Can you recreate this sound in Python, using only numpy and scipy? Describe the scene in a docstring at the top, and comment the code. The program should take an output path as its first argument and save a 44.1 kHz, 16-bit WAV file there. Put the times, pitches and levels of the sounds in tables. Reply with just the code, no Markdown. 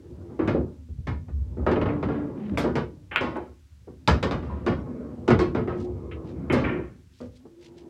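"""Pool balls click, drop into pockets, then knock and rumble down the table's wooden ball return.
Each blow is a bare contact crack plus a noisy ring that is coloured by the hollow cabinet and dies
fast in a small carpeted basement. Some knocks leave a panel ringing, and the channel hums under the
rolling balls. Behind the table, shoes scuff over faint ventilation hum and hiss."""
import sys
import numpy as np
from scipy import signal
from scipy.fft import rfft, irfft
from scipy.io import wavfile
from scipy.ndimage import uniform_filter1d

SR = 44100
rng = np.random.default_rng(int(sys.argv[2]) if len(sys.argv) > 2 else 0)


def file_out(sig):
    """Save sig as 16-bit WAV at sys.argv[1]."""
    # one column per channel
    cols = np.atleast_2d(sig).T
    # limit, then scale
    lim = np.clip(cols, -1, 1)
    pcm = np.round(lim * 32767).astype(np.int16)
    wavfile.write(sys.argv[1], SR, pcm)


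N = 347949

BANDS_HZ = 35 * 2 ** np.arange(0, 9, 1 / 3)  # third-octave centres
# resonances of the hollow cabinet: (pitch [Hz], lift over the wood's broad ring [dB])
CABINET_MODES = [(71, 3), (245, 4.5), (322, 0.5), (357, 4.5), (440, 3), (495, 3), (539, 2), (600, 2),
                 (850, 4.5), (969, 3), (1081, 4), (1272, -1), (1395, 0), (1697, 3), (1780, 0.5), (2145, 3),
                 (2424, -8.5)]
# balls rolling down the return: (time [s], rumble [dB], channel pitch [Hz], channel hum [dB])
ROLL_PATH = [(0, -48, 348.4, -59), (.6, -38, 325.6, -40.5), (.88, -62.5, 238.4, -55.5),
             (1.5, -47.5, 240.7, -62), (1.9, -30, 295, -36), (2.36, -34.5, 289.3, -36.5),
             (2.41, -31, 209.3, -36.5), (2.55, -34.5, 201.7, -34), (2.68, -38, 378, -41),
             (2.97, -54, 300, -57), (3.6, -78, 277, -80.5), (4.0, -56.5, 262.8, -68),
             (4.5, -41.5, 296.5, -54.5), (4.9, -31.5, 240.7, -42), (5.25, -38, 341.6, -54.5),
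             (5.85, -37, 362.5, -40), (6.45, -34.5, 301.5, -51), (6.8, -29.5, 301.2, -44),
             (7.05, -79, 258.4, -75), (7.42, -55.5, 249.6, -56.5), (7.47, -58, 344, -55.5),
             (7.89, -45.5, 344.3, -51.5)]


def blows(bands, gain_db=-11, crack_db=16, place_db=6, linger=1.254, early_db=6, early_s=0.0042):
    """Each blow cracks, then wood ring and room echoes gather and die away band by band."""
    # decay of wood and room: (frequency [Hz], nominal ring time [s])
    ring_times = [(50, 0.34), (100, 0.36), (200, 0.3), (400, 0.24), (1000, 0.2), (2500, 0.19), (6000, 0.17),
                  (12000, 0.076)]
    # how fast the echoes gather: (frequency [Hz], rise time [s])
    rise_times = [(60, 0.024), (300, 0.0046), (2000, 0.0043), (10000, 0.0033)]
    # the crack and its returns from slate, floor, ceiling and wall: (delay [s], level [dB])
    echoes = [(.0012, 0), (.002, -4), (.0128, -9), (.0178, -10), (.024, -11)]
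    t = np.arange(2 ** 15, dtype=np.float32) / SR
    times, levels, bare_db, stretch = contacts()
    levels = gain_db + levels
    gather = 1 - np.exp(-t / along(rise_times, BANDS_HZ)[:, None])
    gather *= 1 + undb(early_db) * np.exp(-t / early_s)  # the first reflections are the strongest
    # the ball jostles on after the blow, so the fall starts slowly and steepens
    fall = np.log(1000) / 2 * (2 * t / along(ring_times, BANDS_HZ)[:, None]) ** linger
    noise_starts = rng.integers(0, N - len(t), len(times))
    places = place_db * np.tanh(rng.standard_normal((len(times), len(CABINET_MODES))) / 1.5)
    places[:, 0] = 0  # the deepest mode is the whole box and answers anywhere
    scatter = (np.arange(24) + rng.random((len(times), 24))) / 24
    spot_hz = np.interp(scatter, (0, 1), (1100, 5400))  # small modes of each struck spot
    out = np.zeros(N + len(t))
    for k, start in enumerate(noise_starts):
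        tail = bands[:, start:start + len(t)] * gather * np.exp(-fall / stretch[k])
        i = int(times[k] * SR)
        out[i:i + len(t)] += cabinet(undb(levels[:, k]) @ tail, places[k], spot_hz[k])
        pulse = undb(crack_db + bare_db[k]) * crack(levels[:, k])
        for delay, db in echoes:
            j = i + int(delay * SR)
            out[j:j + len(pulse)] += undb(db) * pulse
    return out[:N]


def contacts():
    """Time, band levels, crack level and ring stretch of every knock, click and thump."""
    return [np.hstack(column) for column in zip(knocks(), clicks(), thumps())]


def knocks():
    """Balls hit the wood of pocket and return; harder contact is brighter and cracks more."""
    # ball on wood: (time [s], level [dB], relative boom [dB], hardness [dB], ring stretch [x])
    hits = [(0.296, -39.5, -15, -17, 3.7), (0.391, -21, -7, -6, 2.7), (0.475, -19, 1, 1.5, 1.67),
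            (0.546, -15, -12.5, -27, 1.49), (1.07, -28.5, 13, 4.5, 1.38), (1.282, -39.5, 11.5, -5, 0.74),
            (1.57, -30, 9.5, -19, 4), (1.664, -14, -20.5, -3, 1.87), (1.714, -18.5, -10, 1, 0.88),
            (1.761, -19.5, -7, -4.5, 1.35), (1.814, -21.5, 4, -0.5, 0.97), (1.858, -21.5, -4.5, -4, 2.86),
            (2.027, -22, -3.5, -0.5, 1.2), (2.086, -25, -6.5, -3.5, 4.2), (2.515, -23, 3, -62, 0.88),
            (2.574, -20.5, -12.5, 7, 1.76), (2.641, -18, -8.5, -7, 1.77), (2.754, -18.5, -6.5, 3.5, 1.45),
            (3.208, -23, -11, 3.5, 2.56), (3.356, -25.5, -44.5, -5, 1.9), (3.872, -35, -14.5, -23, 1.26),
            (4.077, -16, 4, 8, 1.58), (4.227, -19, 1.5, 6, 1.36), (4.31, -22.5, 0, 3.5, 1.8),
            (4.425, -37.5, 9.5, 1, 8.4), (4.663, -17.5, -1, 2, 1.83), (5.278, -15, -3, 3.5, 0.86),
            (5.304, -11.5, -0.5, 2, 1.15), (5.39, -20, 2, 5.5, 1.68), (5.548, -20, -3.5, -1, 1.79),
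            (5.675, -24, -4.5, -3, 2.54), (6.498, -19.5, -2, -11, 4.3), (6.529, -21, -18, 4.5, 3.2),
            (6.64, -27.5, -7, -10, 3.7), (7.203, -35.5, 2, -9, 1.42), (7.452, -35.5, -15, -28.5, 0.57)]
    times, db, boom, hardness, stretch = np.transpose(hits)
    centres_hz = [70, 330, 1100, 2500, 6500]  # boom, knock, clack, click, snap
    colour_db = [boom, np.zeros_like(db), -9 + .5 * hardness, -21.5 + .9 * hardness, -37.5 + 2.6 * hardness]
    levels = db + tilt(centres_hz, colour_db, below_db_oct=-19.5, above_db_oct=-24)
    return times, levels, -6.5 + .23 * hardness, stretch


def clicks(below_db_oct=-2.5, above_db_oct=-53.5, floor_db=-58):
    """Cue tip and balls click together: bright up to a pitch, with a steep drop above it."""
    # hard contacts: (time [s], level [dB], pitch [Hz], bare crack [dB], ring stretch [x])
    hits = [(1.758, -36.5, 2820, -6, 0.22), (1.813, -34.5, 3030, -3, 0.21), (1.856, -37.5, 3040, -8, 0.2),
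            (1.887, -37.5, 2520, 0, 0.59), (2.573, -33.5, 2600, 14.5, 0.22), (2.58, -43, 12000, -11, 2.3),
            (3.112, -34.5, 2690, -19, 4.2), (3.159, -24, 3050, 15.5, 1.34), (4.075, -33, 4640, 20.5, 0.39),
            (4.229, -37, 4260, 14, 0.31), (4.31, -44.5, 4370, 14.5, 0.44), (6.112, -43.5, 3100, -6, 0.86),
            (6.523, -41.5, 10400, -10, 1.2), (6.499, -29.5, 2580, 9, 2.25), (6.639, -29.5, 2520, -19, 3.32)]
    times, db, hz, bare_db, stretch = np.transpose(hits)
    octaves = np.log2(BANDS_HZ[:, None] / hz)
    body = below_db_oct * np.maximum(-octaves, 0)
    top = np.maximum(above_db_oct * np.maximum(octaves, 0), floor_db + bare_db)  # a crack lifts the floor
    return times, db + body + top, bare_db, stretch


def thumps():
    """Deep thumps shake the box as a whole, with hardly any crack."""
    # low blows: (time [s], level [dB], ring stretch [x])
    hits = [(0.887, -15, 0.98), (0.982, -15, 0.59)]
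    times, db, stretch = np.transpose(hits)
    levels = db + tilt([70], [np.zeros_like(db)], below_db_oct=-19.5, above_db_oct=-14.5)
    return times, levels, np.full(len(times), -40), stretch


def crack(band_db, size=256, low_cut_hz=720):
    """The bare contact: a pulse a few cycles long, in the blow's colour but thin in the bass."""
    hz = np.maximum(np.fft.rfftfreq(size, 1 / SR), 50)
    gain = undb(along(np.transpose([BANDS_HZ, band_db]), hz)) / np.sqrt(1 + (low_cut_hz / hz) ** 4)
    cepstrum = irfft(np.log(gain))
    cepstrum[1:size // 2] *= 2  # minimum phase packs the energy at the front
    cepstrum[size // 2 + 1:] = 0
    pulse = irfft(np.exp(rfft(cepstrum)))
    return pulse / np.abs(pulse).max() * undb(band_db[BANDS_HZ > 600].max())


def cabinet(shake, place_db, spot_hz=(), spot_db=8.5, wood_loss=0.005, rail_loss=0.072):
    """Box and rails lift their modes out of whatever shakes them; the place struck favours some."""
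    f = np.fft.rfftfreq(len(shake), 1 / SR)[:len(shake) // 8]
    spectrum = rfft(shake)
    # (pitch [Hz], lift [dB], width [Hz])
    box = [(hz, db + place, 8 + wood_loss * hz) for (hz, db), place in zip(CABINET_MODES, place_db)]
    spot = [(hz, spot_db, 30) for hz in spot_hz]
    rails = [(hz, 2.4, rail_loss * hz) for hz in (1300, 2200)]
    for hz, db, width in box + spot + rails:
        resonance = 1j * f * width / (hz ** 2 - f ** 2 + 1j * f * width)
        spectrum[:len(f)] *= 1 + (undb(db) - 1) * resonance
    return irfft(spectrum, len(shake))


def panel_rings(detune=.012, wobble_db=2.5, skirt_db_oct=-37, attack_s=0.0035):
    """Cabinet modes near a knocked panel's pitch swing up and die away, never quite alike twice."""
    # ringing panels of pocket and return: (time [s], level [dB], pitch [Hz], t60 [s])
    panels = [(0.392, -16.5, 315, 0.28), (0.478, -31, 2140, 0.11), (0.545, -25, 443, 0.33),
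              (1.069, -37.5, 1990, 0.26), (1.664, -22.5, 1300, 0.13), (1.816, -34, 1120, 0.61),
              (2.64, -20.5, 357, 0.35), (3.163, -20, 1400, 0.08), (3.208, -29.5, 1073, 0.4),
              (3.209, -27, 532, 0.36), (3.359, -27.5, 776, 0.27), (4.078, -8, 893, 0.11),
              (4.08, -20.5, 1700, 0.16), (4.496, -35.5, 1000, 0.32), (5.276, -15.5, 360, 0.39),
              (5.305, -26, 1200, 0.2), (5.395, -16.5, 360, 0.37), (5.676, -27.5, 357, 0.75),
              (6.532, -10.5, 250, 0.22), (6.532, -21, 495, 0.26), (7.205, -36.5, 500, 0.36),
              (7.205, -33.5, 250.6, 0.36)]
    t = np.arange(2 ** 15) / SR
    mode_hz = np.array(CABINET_MODES)[:, :1]
    chance = rng.standard_normal((len(panels), 2, len(mode_hz), 1))
    attack = 1 - np.exp(-t / attack_s)
    out = np.zeros(N + len(t))
    for (time, db, hz, t60), (tune, phase) in zip(panels, chance):
        weights = undb(db + skirt_db_oct * np.abs(np.log2(mode_hz / hz)))
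        swing = weights * np.sin(2 * np.pi * (mode_hz * (1 + detune * tune) * t + phase))
        i = int(time * SR)
        out[i:i + len(t)] += swing.sum(axis=0) * attack * undb(-60 * t / t60)
    return out[:N] * undb(wobble_db * waver(110))


def rolling(bands, bump_db=1, flicker_db=3, gain_db=-12, boom_hz=72, rattle_hz=1100, rattle_db=-19):
    """A ball rumbles along the rails: bumps shake all bands at once, and each band also wavers alone."""
    # deep boom under the rolling: (time [s], level [dB])
    boom_path = [(0, -39), (1.0, -42.5), (1.5, -21.5), (1.9, -40), (4.0, -43.5), (4.5, -33.5), (4.9, -45.5),
                 (5.25, -37), (5.85, -35), (6.8, -36.5), (7.05, -55.5), (7.89, -55.5)]
    roll_times, rumble_db, channel_hz, _ = np.transpose(ROLL_PATH)
    times = np.union1d(roll_times, np.array(boom_path)[:, 0])
    rumbles = np.interp(times, roll_times, rumble_db)
    pitches = np.interp(times, roll_times, channel_hz)
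    booms = np.interp(times, *np.transpose(boom_path))
    levels = np.hstack([tilt([boom_hz, hz, rattle_hz], [[boom], [db], [db + rattle_db]], -38, -14)
                        for boom, db, hz in zip(booms, rumbles, pitches)])
    t = np.arange(N) / SR
    out = sum(undb(gain_db + np.interp(t, times, db) + flicker_db * waver(12)) * band
              for db, band in zip(levels, bands))
    return out * undb(bump_db * waver(60))


def channel_hum(width_hz=30):
    """The hollow channel under the ball answers in one narrow, wavering note."""
    times, _, hz, db = np.transpose(ROLL_PATH)
    t = np.arange(N) / SR
    phase = 2 * np.pi * np.cumsum(np.interp(t, times, hz)) / SR
    note = (0.87 + waver(width_hz)) * np.sin(phase) + waver(width_hz) * np.cos(phase)
    return undb(np.interp(t, times, db)) * note


def scuffs(bands, gain_db=-12.5, grain_db=3.5, spread_oct=0.74):
    """Shoes, cloth and jostling balls rub in short, grainy swells of broad noise."""
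    # rubs: (time [s], level [dB], length [s], centre [Hz])
    rubs = [(2.509, -51, 0.19, 1705), (3.217, -66, 0.008, 6500), (3.37, -59, 0.0093, 6100),
            (5.816, -54, 0.06, 3780), (6.294, -56, 0.052, 2940), (7.206, -58.5, 0.098, 4000),
            (7.365, -57.5, 0.039, 4230), (7.647, -53, 0.053, 3526), (7.797, -54, 0.037, 3327)]
    t = np.arange(N) / SR
    out = np.zeros(N)
    for time, db, length, hz in rubs:
        near = slice(int((time - .15) * SR), min(int((time + .15) * SR), N))
        colour = np.exp(-.5 * (np.log2(BANDS_HZ / hz) / spread_oct) ** 2)
        swell = np.exp(-.5 * ((t[near] - time) / (.5 * length)) ** 2)
        out[near] += undb(db + gain_db) * swell * (colour @ bands[:, near])
    return out * undb(grain_db * waver(300))


def room_tone(bands, level_db=-60.5, drift_db=0.4):
    """Ventilation hum and microphone hiss make a faint, gently drifting bed."""
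    # colour of the bed: (frequency [Hz], relative density [dB])
    density = [(18, -38), (30, 1.5), (59, -5), (86, 7.5), (149, -11), (355, -26), (415, -34), (1390, -24.5),
               (6380, -29), (14800, -41.5), (16000, -54)]
    band_db = along(density, BANDS_HZ) + 10 * np.log10(BANDS_HZ)  # wider bands hold more power
    out = undb(band_db) @ bands * undb(drift_db * waver(2.3))
    return out / out.std() * undb(level_db)


def noise_bands():
    """Independent noise in each third-octave band, rms 1."""
    bands = []
    for hz in BANDS_HZ:
        sos = signal.butter(3, [hz * 2 ** (-1 / 6), hz * 2 ** (1 / 6)], "bandpass", fs=SR, output="sos")
        band = signal.sosfilt(sos, rng.standard_normal(N))
        bands.append(band / band.std())
    return np.float32(bands)


def waver(rate_hz):
    """Random steps, smoothed twice; spread near 1."""
    hold = int(SR / rate_hz)
    steps = np.repeat(rng.standard_normal(N // hold + 1), hold)
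    return 1.3 * uniform_filter1d(uniform_filter1d(steps, hold), hold)[:N]


def tilt(centres_hz, db, below_db_oct, above_db_oct):
    """Band levels through a few centres, falling away outside them."""
    octave, centres = np.log2(BANDS_HZ), np.log2(centres_hz)
    inside = np.array([np.interp(octave, centres, column) for column in np.transpose(db)])
    below = below_db_oct * np.maximum(centres[0] - octave, 0)
    above = above_db_oct * np.maximum(octave - centres[-1], 0)
    return (inside + below + above).T


def along(table, hz):
    """Read (frequency [Hz], value) rows on a log-frequency axis."""
    f, values = np.transpose(table)
    return np.interp(np.log(hz), np.log(f), values)


def undb(db):
    """Decibels to amplitude."""
    return 10 ** (np.asarray(db) / 20)


def scene():
    """Blows and ringing panels up front, rolling beneath, scuffs and room tone behind; mono."""
    bands = noise_bands()
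    push_db = np.full(len(CABINET_MODES), 4.5)  # a steady push lets the modes build up
    rumble = cabinet(rolling(bands[:, ::-1]), push_db)
    table = blows(bands) + panel_rings() + rumble + channel_hum()
    return (table + scuffs(bands) + room_tone(np.roll(bands, N // 2, axis=1)))[None]


def record(dry, low_cut_hz=45, top_hz=16300):
    """The microphone loses the deepest bass and rounds the loudest peaks; a steep filter cuts the top."""
    low_cut = signal.butter(4, low_cut_hz, "highpass", fs=SR, output="sos")
    top_cut = signal.ellip(8, .2, 70, top_hz, fs=SR, output="sos")
    rounded = np.tanh(signal.sosfilt(low_cut, dry))
    return signal.sosfilt(top_cut, rounded)


dry = scene()
out = record(dry)
file_out(out)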